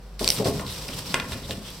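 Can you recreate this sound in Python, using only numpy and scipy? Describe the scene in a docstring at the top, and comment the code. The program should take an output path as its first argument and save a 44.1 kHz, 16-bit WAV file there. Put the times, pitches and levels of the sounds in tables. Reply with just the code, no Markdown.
"""A small carpeted room, where a cat shoulders into a cardboard box.
Fur and cardboard scrape, the box drags, and a crease gives in sharp snaps and fine crinkling.
Paws and shoulders bump the hollow box, the floor thuds, flaps spring back with a clack,
and paw strokes make the cardboard sing. Under it all lie a low hum and the air of the room."""
import sys
import numpy as np
from scipy import signal
from scipy.fft import rfft, irfft, next_fast_len
from scipy.io import wavfile
from scipy.ndimage import uniform_filter1d, map_coordinates

SR = 44100
rng = np.random.default_rng(int(sys.argv[2]) if len(sys.argv) > 2 else 0)


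def transcribe(u):
    """Save the signal u as a 16-bit wav file named by the first command-line argument.

    u: samples, shape (n,) or (channels, n), limited to [-1, 1]; the rate is SR.
    q: integer samples, one column per channel.
    """
    v = np.clip(np.atleast_2d(u).T, -1, 1)
    q = np.round(v * 32767).astype(np.int16)
    wavfile.write(sys.argv[1], SR, q)


N = 79380
T = np.arange(N) / SR


def amp(db):
    """Decibels to gain."""
    return 10 ** (np.asarray(db) / 20)


def unit(x):
    """Scale to rms 1."""
    return x / np.sqrt(np.mean(x ** 2) + 1e-20)


def along(points, hz):
    """(f/Hz, value) points read on a log axis."""
    f, v = np.transpose(points)
    return np.interp(np.log(hz + 1), np.log(f + 1), v)


def level(points):
    """Gain per sample from (t/s, level/dB) points."""
    return amp(np.interp(T, *np.transpose(points)))


def wobble(knots_per_s):
    """Smooth random curve."""
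    return map_coordinates(rng.standard_normal(int(N * knots_per_s / SR) + 4), [T * knots_per_s])


def white():
    """Two independent noises."""
    return rng.standard_normal((2, N))


def grains(per_s, spread_db):
    """Impulses of uneven size at random times."""
    sizes = amp(spread_db * np.clip(white(), -2, 2)) * np.sign(white())
    return unit(sizes * (rng.random((2, N)) < per_s / SR))


def filtered(x, response):
    """Apply a frequency response."""
    m = next_fast_len(N + SR // 2)
    return irfft(rfft(x, m) * response(np.fft.rfftfreq(m, 1 / SR)), m)[..., :N]


# left-right likeness: f/Hz, correlation
COHERENCE = [(60, 0.97), (200, 0.98), (550, 0.93), (1600, 0.67), (5000, 0.31), (9000, 0.28), (15000, 0.068)]


def stereo(pair):
    """Two independent signals to left and right: bass alike, treble less so."""
    angle = lambda hz: np.arccos(np.clip(along(COHERENCE, hz), -1, 1)) / 2
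    mid, side = filtered(pair, lambda hz: np.array([np.cos(angle(hz)), np.sin(angle(hz))]))
    return np.array([mid + side, mid - side])


def coloured(pair, spectrum):
    """Stereo signal of rms 1, shaped by (f/Hz, density/dB) points."""
    return unit(stereo(filtered(pair, lambda hz: amp(along(spectrum, hz)))))


def resonant(modes, steady_s):
    """Noise in (f/Hz, width/Hz, level/dB) resonances, levelled to rms 1 over steady_s."""
    def response(f):
        power = sum(amp(2 * db) / (1 + ((f - hz) / (width / 2)) ** 2) ** 1.4 for hz, width, db in modes)
        return np.sqrt(power) * f / (f + 30)
    x = stereo(filtered(white(), response))
    local_power = uniform_filter1d(np.mean(x ** 2, axis=0), int(steady_s * SR))
    return x / np.sqrt(np.abs(local_power) + 1e-12)


def blow(start_s, t60_s, rise_s=0.0025):
    """Impact envelope: quick rise, exponential decay."""
    t = np.maximum(T - start_s, 0)
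    return (1 - np.exp(-t / rise_s)) * amp(-60 * t / t60_s)


# hum envelope: t/s, level/dB
HUM_LEVEL = [(0, -50.5), (.1, -41.5), (.25, -37), (.45, -55), (.7, -49), (1.8, -50)]
# room air: f/Hz, density/dB
AIR_SPECTRUM = [(20, -28), (45, 1.5), (90, -6), (170, 0.5), (280, -17.5), (400, -11), (850, -18.5),
                (2000, -26.5), (5000, -39), (9000, -58), (16000, -45.5)]


def background(hum_hz=47, waver_db=2, air_db=-46):
    """A low hum wavering in phase and level, over steady room air."""
    tone = np.sqrt(2) * np.sin(2 * np.pi * hum_hz * T + 0.82 * wobble(4.07))
    hum = tone * level(HUM_LEVEL) * amp(-waver_db * wobble(4.3))
    return hum + amp(air_db) * coloured(white(), AIR_SPECTRUM)


# box on carpet: t/s, level/dB
DRAG_LEVEL = [(.18, -105), (.22, -41.5), (.6, -39.5), (.7, -43), (.83, -41.5), (.95, -38.5), (1.03, -43),
              (1.2, -38), (1.4, -42.5), (1.55, -41.5), (1.8, -47.5)]
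# its rumble: f/Hz, density/dB
DRAG_SPECTRUM = [(35, -10), (70, -4.5), (115, -1), (165, 1), (215, -7.5), (270, -4), (340, -11.5),
                 (530, -8), (800, -24.5), (2000, -47)]


def drag():
    """The box rumbles as it slides on the carpet."""
    return level(DRAG_LEVEL) * coloured(white(), DRAG_SPECTRUM)


# fur on cardboard: t/s, level/dB
SCRAPE_LEVEL = [(.188, -58), (.196, -33), (.225, -35), (.265, -30), (.31, -40), (.39, -32), (.438, -39.5),
                (.462, -28.5), (.49, -34), (.52, -39.5), (.56, -36), (.65, -44), (.68, -36), (.72, -37.5),
                (.76, -37), (.865, -38), (.89, -38.5), (.96, -38.5), (.99, -33.5), (1.04, -42.5),
                (1.07, -36), (1.135, -36.5), (1.19, -41), (1.26, -44), (1.33, -37), (1.365, -40.5),
                (1.415, -44.5), (1.455, -43.5), (1.478, -41), (1.52, -36.5), (1.55, -44), (1.61, -47),
                (1.675, -40), (1.72, -42), (1.8, -44.5)]
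# its friction noise: f/Hz, density/dB
SCRAPE_SPECTRUM = [(200, -17), (500, -9.5), (1000, 0), (1700, -6.5), (2600, -3), (4000, -0.5), (5500, 0),
                   (8000, -5), (12000, -8.5), (16000, -16)]


def scrape(slip_share=0.29, flutter_db=1):
    """Fur on cardboard: smooth rubbing mixed with tiny slips."""
    rubbing = np.sqrt(1 - slip_share) * white()
    slips = np.sqrt(slip_share) * grains(per_s=1500, spread_db=4)
    flutter = amp(flutter_db * wobble(120))
    return level(SCRAPE_LEVEL) * flutter * coloured(rubbing + slips, SCRAPE_SPECTRUM)


# crease breaks: t/s, level/dB, f/Hz
CREASE_SNAPS = [(0.1942, -18, 4350), (.2294, -20, 5500), (.2444, -10, 4750), (0.2772, -2.5, 4390),
                (.2887, -3.5, 5600), (0.303, 0, 5170), (.3166, -19, 4850), (0.321, -21, 2800),
                (.3648, -21, 4140), (0.374, -21, 3930), (0.446, -21, 4560), (0.45, -20.5, 4000),
                (0.486, -21, 5100), (0.6103, -26.5, 8740), (.666, -26, 4270), (.8825, -22, 5330),
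                (.886, -24.5, 4730), (.889, -24, 2600), (0.9854, -32, 4930), (0.992, -30, 4880),
                (1.3205, -22.5, 4220), (1.509, -17.5, 3660), (1.7033, -30.5, 11100)]
# their grit: f/Hz, density/dB
SNAP_SPECTRUM = [(300, -8), (1500, -8), (2300, 8), (3300, 7), (9000, 5.5), (16000, -6)]


def snaps(rise_s=0.000088, ring_s=0.00079, overtone_db=-8, grit_db=-9.5, grit_s=0.0014):
    """Each break of the crease rings for a few cycles, with a spit of grit."""
    out = np.zeros((2, N))
    grit = amp(grit_db) * coloured(white(), SNAP_SPECTRUM)
    for start_s, db, hz in CREASE_SNAPS:
        t = np.maximum(T - start_s, 0)
        phase = 2 * np.pi * hz * t
        ring = np.sin(phase) + amp(overtone_db) * np.sin(1.9 * phase)
        burst = ring * np.exp(-(t / ring_s) ** 2) + grit * np.exp(-t / grit_s)
        out += amp(db) * (1 - np.exp(-t / rise_s)) * burst
    return out


# paper skin crinkling: t/s, length/s, level/dB
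SKIN_CRINKLES = [(.203, .07, -41), (0.298, 0.091, -29), (0.476, 0.05, -39), (.695, 0.075, -41),
                 (0.936, 0.027, -45), (0.984, .022, -37.5)]
# fibre breaks: f/Hz, density/dB
FIBRE_SPECTRUM = [(2000, -34), (5000, -1), (7500, -6), (9500, 2.5), (12500, -5), (16000, -13)]


def crinkles():
    """Swarms of bright fibre breaks swell fast and die away."""
    swell = 0
    for start_s, length_s, db in SKIN_CRINKLES:
        progress = np.clip((T - start_s) / length_s, 0, 1)
        swell += amp(db) * np.sin(np.pi * np.sqrt(progress))
    return swell * coloured(grains(per_s=3300, spread_db=2.5), FIBRE_SPECTRUM)


# paws and shoulders on the box: t/s, cavity level/dB, panel level/dB
BOX_BUMPS = [(.207, -29.5, -26), (0.27, -34.5, -33), (0.374, -28.5, -35), (0.397, -22.5, -21.5),
             (0.4547, -28.5, -20.5), (0.48, -25.5, -26.5), (0.51, -38, -33), (0.539, -26.5, -36),
             (0.553, -35, -36), (0.592, -36, -34), (0.647, -35, -48), (0.885, -38, -39.5),
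             (1.089, -34, -62), (1.139, -36, -32.5), (1.194, -38, -46), (1.309, -36.5, -43),
             (1.349, -33.5, -42.5), (1.492, -38, -33.5), (1.524, -37, -44), (1.568, -32, -55)]
# air in the box: f/Hz, width/Hz, level/dB
CAVITY_MODES = [(124.5, 15, -2.5), (159.7, 8.4, 1.5), (200.7, 20, 2), (254.5, 22, -5)]
# box panels: f/Hz, width/Hz, level/dB
PANEL_MODES = [(313, 61, -4.5), (388, 38, 0), (422.5, 30, 1.5), (496, 41, -4), (541.5, 28, -0.5),
               (608, 43, -3), (679, 20, 1), (820, 210, -13.5), (1060, 63, -13)]


def bumps(cavity_t60_s=0.25, panel_t60_s=0.29):
    """Soft blows set the air in the box booming and its panels drumming."""
    boom = np.sqrt(sum((amp(db) * blow(s, cavity_t60_s)) ** 2 for s, db, _ in BOX_BUMPS))
    drum = np.sqrt(sum((amp(db) * blow(s, panel_t60_s)) ** 2 for s, _, db in BOX_BUMPS))
    return boom * resonant(CAVITY_MODES, steady_s=0.0245) + drum * resonant(PANEL_MODES, steady_s=0.025)


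# weight landing: t/s, level/dB
FLOOR_THUDS = [(.272, -39.5), (.456, -29), (0.533, -33.5), (0.584, -32), (0.676, -33.5), (1.313, -33),
               (1.491, -34.5)]
# floor: f/Hz, level/dB
FLOOR_MODES = [(75, 0.5), (112, 1)]


def thuds(t60_s=0.31):
    """The floor gives a short dull note under each shift of weight."""
    return sum(amp(db + mode_db) * np.sin(2 * np.pi * hz * (T - start_s)) * blow(start_s, t60_s)
               for start_s, db in FLOOR_THUDS for hz, mode_db in FLOOR_MODES)


# flaps striking the box: t/s, level/dB, shiver level/dB, tilt/(dB/octave)
FLAP_HITS = [(0.455, -26, -52, -4), (0.5962, -24, -49.5, -3), (0.8853, -33, -49, -7),
             (1.1421, -12.5, -34, -3.5), (1.143, -10, -37, 5), (1.156, -21, -41, -8.5),
             (1.198, -24, -46, 0), (1.1996, -17.5, -47, -1), (1.3202, -24.5, -45, 0),
             (1.332, -27, -47.5, 2.5), (1.509, -27, -47, 6), (1.521, -35, -60, 8)]
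# flap: f/Hz, width/Hz, level/dB
FLAP_MODES = [(603, 100, -14), (1080, 90, 0), (1422, 78, 1.5), (1800, 190, 4), (2010, 92, 2.5),
              (2480, 120, 3), (2780, 140, 2.5), (3340, 560, -6.5), (4140, 400, -27), (5050, 600, -13.5),
              (8400, 1500, -11)]
# contact grit: f/Hz, density/dB
CLACK_SPECTRUM = [(300, -9), (1000, 0), (3000, 8), (9000, -5), (16000, -20)]


def clacks(rise_s=0.00008, grit_s=0.0015, pivot_hz=2000):
    """A flap hits: its modes sound for a moment and the panel shivers on, the low modes longest."""
    out = np.zeros((2, N))
    grit = amp(0.5) * coloured(white(), CLACK_SPECTRUM)
    power = sum(amp(2 * db) * width for _, width, db in FLAP_MODES)

    def weight(hz, width, db, tilt):
        return amp(db + tilt * np.log2(hz / pivot_hz)) * np.sqrt(width / power)

    for start_s, db, _, tilt in FLAP_HITS:
        t = np.maximum(T - start_s, 0)
        ring = sum(weight(hz, width, mode_db, tilt) * np.cos(2 * np.pi * hz * t)
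                   * np.exp(-np.pi * width * t) for hz, width, mode_db in FLAP_MODES)
        contact = amp(0.3 * db) * grit * np.exp(-t / grit_s)  # soft contacts lose their grit
        out += amp(db) * (1 - np.exp(-t / rise_s)) * (1.01 * ring + contact)
    for hz, width, mode_db in FLAP_MODES:
        t60_s = 0.43 * np.sqrt(1400 / hz)
        shivers = [weight(hz, width, mode_db + db, tilt) * blow(start_s, t60_s, rise_s=0.00064)
                   for start_s, _, db, tilt in FLAP_HITS]
        out += np.linalg.norm(shivers, axis=0) * resonant([(hz, width, mode_db)], steady_s=0.04)
    return out


# paw on cardboard: t/s, length/s, level/dB, f/Hz
PAW_STROKES = [(0.59, 0.076, -40, 1034), (0.661, 0.078, -40, 3800), (.765, 0.056, -48, 5330),
               (0.917, 0.038, -40.5, 3300), (1.062, 0.018, -38.5, 5330), (1.092, 0.043, -40.5, 4530),
               (1.319, 0.022, -36.5, 3800), (1.425, 0.045, -44, 3660), (1.505, 0.036, -41.5, 2830),
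               (1.635, 0.085, -44.5, 3280)]


def strokes(q=6.1):
    """Each paw stroke swells and fades in one broad resonance of the cardboard."""
    out = np.zeros((2, N))
    for start_s, length_s, db, hz in PAW_STROKES:
        progress = np.clip((T - start_s) / length_s, 0, 1)
        swell = np.sqrt(np.abs(np.sin(np.pi * progress)))
        out += amp(db) * swell * resonant([(hz, hz / q, 0)], steady_s=0.015)
    return out


# room decay: f/Hz, T60/s
ROOM_DECAY = [(200, 1), (2000, 0.39), (6000, 0.08), (14000, 0.26)]


def room(x, build_s=0.0016):
    """Short reverberation of a furnished room, longest in the bass."""
    hz, t, noise = signal.stft(rng.standard_normal((2, SR // 2)), SR, nperseg=256)
    decay = amp(-60 * t / along(ROOM_DECAY, hz)[:, None])
    _, tail = signal.istft(noise * decay, SR, nperseg=256)
    tail *= 1 - np.exp(-np.arange(tail.shape[1]) / SR / build_s)
    tail /= np.linalg.norm(tail[0])
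    return stereo(signal.fftconvolve(x.mean(axis=0)[None], tail, axes=1)[:, :N])


def scene(room_db=-7):
    """All sources summed; only snaps and clacks reverberate."""
    sharp = snaps() + clacks()
    dull = (bumps() + thuds()) * amp([[0.4], [-0.4]])  # slightly left
    reverb = amp(room_db) * room(sharp)
    return sharp + reverb + dull + scrape() + drag() + strokes() + crinkles() + background()


# microphone dips: f/Hz, half-width/Hz, gain/dB
TREBLE_DIPS = [(6620, 347, -9), (10450, 465, -9)]


def record(dry, ceiling=1.1, top_hz=15900):
    """The microphone dips twice in the treble, rounds off peaks and limits the band."""
    dips = lambda f: amp(sum(db / (1 + ((f - hz) / width) ** 4) for hz, width, db in TREBLE_DIPS))
    x = filtered(dry, dips)
    rounded = x / (1 + np.abs(x / ceiling) ** 8) ** (1 / 8)
    return filtered(rounded, lambda hz: hz < top_hz)


dry = scene()
out = record(dry)
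transcribe(out)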